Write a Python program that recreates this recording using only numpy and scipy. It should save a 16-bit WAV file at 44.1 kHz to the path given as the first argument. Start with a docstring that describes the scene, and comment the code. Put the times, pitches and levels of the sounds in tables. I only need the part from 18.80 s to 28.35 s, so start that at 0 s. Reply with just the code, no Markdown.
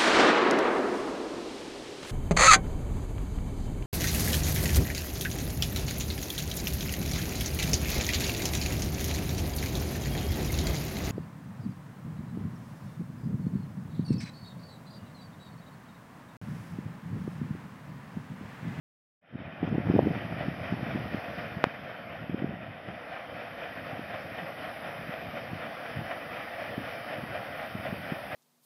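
"""A paddle steamer passes on a river, heard from the bank. Its floats (the boards on the wheel) slap
the water four times a second over a steady churning wash and spray. A faint high shimmer is heard too.
A breeze swirls against the microphone in short low thumps. Two faint ticks sound close by, and one
sharp click hits the microphone. The sound fades in after a moment of silence."""
import sys
import numpy as np
from scipy import signal
from scipy.fft import rfft, irfft, next_fast_len
from scipy.io import wavfile
from scipy.ndimage import uniform_filter1d, map_coordinates

SR = 44100
rng = np.random.default_rng(int(sys.argv[2]) if len(sys.argv) > 2 else 0)


def output_pcm(signal):
    """Save a mono or channel-first signal as 16-bit PCM at the path in sys.argv[1].

    Samples are clipped to [-1, 1] before scaling.
    """
    pcm = np.clip(np.atleast_2d(signal).T, -1, 1) * 32767
    wavfile.write(sys.argv[1], SR, np.round(pcm).astype(np.int16))


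N = 421155


def amp(db):
    """Turn decibels (dB) into a number to multiply a sound by."""
    return 10 ** (np.asarray(db) / 20)


def unit(x):
    """Scale a signal so that its average power is 1."""
    return x / np.sqrt(np.mean(x ** 2) + 1e-20)


def clock():
    """The time of every sample, in seconds."""
    return np.arange(N) / SR


def wobble(rate):
    """A smooth curve through `rate` random values a second."""
    return map_coordinates(rng.standard_normal(int(N * rate / SR) + 4), [clock() * rate])


def filtered(x, response):
    """Multiply each frequency in x by the gain that `response` gives for it."""
    size = next_fast_len(N + SR // 2)
    return irfft(rfft(x, size) * response(np.fft.rfftfreq(size, 1 / SR)), size)[:N]


def coloured(x, spectrum):
    """Shape the tone of x along (Hz, dB) points, then scale it to power 1."""
    points_hz, db = np.transpose(spectrum)
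    return unit(filtered(x, lambda hz: amp(np.interp(np.log(hz + 1), np.log(points_hz), db))))


def patchy(depth_db, frames):
    """Noise whose narrow bands swell and sink on their own; more frames make that slower."""
    bands = signal.stft(rng.standard_normal(N), nperseg=512)[2]
    swell = uniform_filter1d(rng.standard_normal(bands.shape), size=3, axis=0)
    for size in (frames, frames // 2):
        swell = uniform_filter1d(swell, size=size, axis=1)
    return unit(signal.istft(bands * amp(depth_db * unit(swell)), nperseg=512)[1][:N])


def impacts(rate):
    """Tiny knocks of random size at random times, about `rate` a second."""
    return unit((rng.random(N) < rate / SR) * rng.standard_normal(N))


def overall_level():
    """Overall loudness in dB; it dips after the click, then recovers."""
    # Each row: time in seconds, base level in dB.
    levels = [(0.65, -51.5), (0.77, -49), (1.19, -45.5), (2.55, -43.5), (2.84, -45.5), (3.83, -49.5),
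              (4.1, -48), (4.25, -46), (5.6, -44), (6.19, -44), (7.43, -43.5), (8.19, -43), (8.31, -43.5),
              (9.5, -43.5)]
    return np.interp(clock(), *np.transpose(levels))


def paddle_beat(floats_per_s, first_s, rise_s, fall_s):
    """The pulsing power of the splashes: each float bites quickly and its water falls back more slowly."""
    power, now = np.zeros(N), clock()
    for bite_s in np.arange(first_s, N / SR + rise_s, 1 / floats_per_s):
        t = now - bite_s
        shape = np.exp(-np.where(t < 0, (t / rise_s) ** 2, t / fall_s))
        scatter_db = 0.5 * rng.standard_normal()
        power += 1.265 * amp(scatter_db) ** 2 * shape
    return power


def hollow_colour(x):
    """A few broad peaks give the water's sound a hollow colour."""
    # Each row: centre of a band in Hz, width in Hz, boost in dB.
    bands = [(647, 330, 1.8), (1400, 240, -0.46), (1910, 390, 4.5), (2453, 400, 5), (3075, 350, 5.5),
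             (3560, 200, 2)]
    def boost_db(hz):
        return sum(db * np.exp(-(2 * (hz - centre) / width) ** 2) for centre, width, db in bands)
    return unit(filtered(x, lambda hz: amp(boost_db(hz))))


def wash(level_db, beat):
    """The wheel churns the water all the time, and every float adds a lumpy splash."""
    # The tone of stirred water. Each row: frequency in Hz, relative level in dB.
    tone = [(25, -40), (50, -18), (100, -10), (290, -4.5), (400, -13.5), (490, -3.5), (690, 0),
            (940, -11.5), (1400, -6), (2400, -13), (3150, -20), (3700, -23), (4300, -58), (6000, -91)]
    churn = coloured(patchy(depth_db=1.48, frames=12) * amp(0.81 * wobble(40)), tone)
    lumps = patchy(depth_db=0.5, frames=10) + .5 * impacts(rate=600)
    splash = coloured(lumps * amp(2.0 * wobble(70)), tone)
    # each slap has a hollow low note near 660 Hz
    splash = filtered(splash, lambda hz: hz / (hz + 300) * (1 + .5 / (1 + ((hz - 660) / 160) ** 2)))
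    slaps = amp(level_db + 3.5) * np.sqrt(beat) * hollow_colour(splash)
    return amp(level_db + 3) * hollow_colour(churn) + slaps


def spray(change_db, beat):
    """The splashes throw up hissing spray; it follows the overall level with wider swings."""
    # The tone of the spray. Each row: frequency in Hz, relative level in dB.
    tone = [(2500, -45), (3700, -0.5), (4300, -1), (5200, 1.5), (5900, -9), (6600, -22), (7400, -31),
            (9000, -43), (16000, -47)]
    hiss = coloured(patchy(depth_db=1.4, frames=12), tone)
    return amp(-64 + 1.93 * change_db) * np.sqrt(1 + 0.47 * beat) * hiss


def shimmer(change_db, rise_db_per_s):
    """A faint high hiss whose narrow bands come and go; it follows the overall level and slowly grows."""
    # The tone of the finest hiss. Each row: frequency in Hz, relative level in dB.
    tone = [(6000, -63), (7900, -20.5), (8700, -7), (10000, -1), (11300, 3), (13000, 0.5), (13600, -3.5),
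            (15700, -9)]
    level_db = -70 + 2.06 * change_db + rise_db_per_s * clock()
    return amp(level_db) * coloured(patchy(depth_db=3.2, frames=90), tone)


def wind_strength(lull_db, flutter_db, rise_s, fall_s):
    """The wind's level in dB: gusts rise, hold and die away over light, fluttering air."""
    # Gusts on the microphone. Each row: start in seconds, hold in seconds, level in dB.
    gusts = [(0.55, 0.098, -39.5), (0.834, 0.42, -32), (1.072, 0.24, -29.5), (1.323, 0.56, -38),
             (1.942, 0.4, -36.5), (2.495, 0.3, -44), (3.35, 0.53, -44), (3.545, 0.17, -37.5),
             (4.096, 0.025, -42.5), (5.05, 0.38, -48), (5.61, 0.017, -45), (6.28, 0.07, -50),
             (6.61, 0.25, -47), (7.146, 0.055, -43), (7.9, 0.13, -47), (8.373, 0.18, -43.5),
             (8.966, 0.36, -42)]
    t = clock()
    power = amp(lull_db + flutter_db * wobble(11)) ** 2
    for start, hold, db in gusts:
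        early, late = np.maximum(start - t, 0), np.maximum(t - start - hold, 0)
        power += amp(db) ** 2 * np.exp(-(early / rise_s) ** 2 - (late / fall_s) ** 2)
    return 10 * np.log10(power)


def eddy(t, hz, sharpness):
    """One passing swirl of air: it sucks, then pushes, with a steep change between."""
    swirl = (1 - 2j * np.pi * hz * t / sharpness) ** -(sharpness + 1)
    return np.imag(swirl * np.exp(-1j * rng.uniform(0, 0.9)))


def breeze(bass_cut_hz):
    """Wind hits the microphone as a lumpy rumble, and single strong swirls stand out as thumps."""
    # The tone of the rumble. Each row: frequency in Hz, relative level in dB.
    tone = [(20, -9), (40, -27), (65, -2), (100, 4.5), (170, 3.5), (300, -4), (450, -18), (800, -24),
            (2000, -41), (5000, -100)]
    # The strongest swirls. Each row: time in seconds, base level in dB, pitch in Hz before it is lowered.
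    eddies = [(0.557, -20, 217), (0.832, -14.5, 240), (0.983, -13.5, 270), (1.101, -10.5, 260),
              (1.142, -13, 304), (1.153, -13.5, 230), (1.163, -7.5, 274), (1.192, -4.5, 533),
              (1.262, -18, 284), (1.272, -10.5, 282), (1.686, -18, 228), (1.926, -14.5, 197),
              (2.032, -21.5, 198), (2.159, -18.5, 230), (2.347, -18, 240), (2.772, -23, 168),
              (2.871, -23.5, 187), (3.498, -21, 228), (3.546, -18, 270), (3.623, -19, 243),
              (3.645, -16.5, 282), (5.195, -25.5, 280), (6.295, -26.5, 202), (6.734, -23.5, 190),
              (7.173, -25, 149), (7.193, -23.5, 165), (7.981, -21, 242), (8.954, -26, 210),
              (9.128, -23, 210), (9.323, -20, 222)]
    wind_db = wind_strength(lull_db=-53, flutter_db=3.9, rise_s=0.022, fall_s=0.034)
    swirls = (impacts(rate=330) + .5 * rng.standard_normal(N)) * amp(2.24 * wobble(45))
    out = amp(wind_db) * coloured(swirls, tone)
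    # stronger gusts break into smaller, higher swirls
    ragged = unit(filtered(swirls, lambda hz: hz ** 3 * np.exp(-hz / 140)))
    out += amp(1.42 * wind_db - 3) * ragged
    t = np.arange(-SR // 50, SR // 50) / SR
    for time_s, db, hz in eddies:
        start = round(time_s * SR) - len(t) // 2
        out[start:start + len(t)] += amp(db) * eddy(t, 0.81 * hz, sharpness=4.1)
    # the microphone passes little deep bass
    return filtered(out, lambda hz: hz ** 2 / np.hypot(hz ** 2, bass_cut_hz ** 2))


def ticks(decay_s):
    """Tiny dry ticks close by: bursts of noise that drop 60 dB in decay_s."""
    # The ticks. Each row: start in seconds, peak level in dB.
    events = [(0.89, -58), (5.422, -50)]
    # Their bright tone. Each row: frequency in Hz, relative level in dB.
    tone = [(2000, -25), (5500, 7), (8000, -5), (11000, -10), (16000, -21)]
    out = np.zeros(N)
    for start, db in events:
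        t = clock() - start
        decay = (t >= 0) * amp(-60 * np.abs(t) / decay_s)
        tick = coloured(decay * rng.standard_normal(N), tone)
        out += amp(db) * tick / np.max(np.abs(tick))
    return out


def click(start_s, peak_db, width_s, bass_cut_hz):
    """A sharp pressure spike on the microphone; with no deep bass it swings back below zero."""
    age = np.maximum(clock() - start_s, 0) / width_s
    spike = age ** 3 * np.exp(-age)
    spike[np.argmax(spike)] *= 1.03  # a hard tip gives it treble
    spike = filtered(spike, lambda hz: (1j * hz / (bass_cut_hz + 1j * hz)) ** 2)
    return amp(peak_db) * spike / np.max(spike)


def scene():
    """Paddle wheel, shimmer, breeze, ticks and click at one microphone."""
    level_db = overall_level()
    change_db = level_db + 44.5  # how far above or below the usual level
    beat = paddle_beat(floats_per_s=4.03, first_s=0.127, rise_s=0.038, fall_s=0.045)
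    mix = wash(level_db, beat) + spray(change_db, beat) + shimmer(change_db, rise_db_per_s=0.5)
    mix += breeze(bass_cut_hz=81) + ticks(decay_s=0.0089)
    mix += click(start_s=2.841, peak_db=-1.7, width_s=0.00007, bass_cut_hz=148)
    return mix[None]


def record(dry):
    """Fade in quickly after a short silence, and cut off the very highest treble."""
    silence_s, fade_s, top_hz = 0.413, 0.24, 15750
    fade = np.clip((clock() - silence_s) / fade_s, 0, 1) ** 0.95
    return filtered(dry[0] * fade, lambda hz: hz < top_hz)[None]


dry = scene()
out = record(dry)
output_pcm(out)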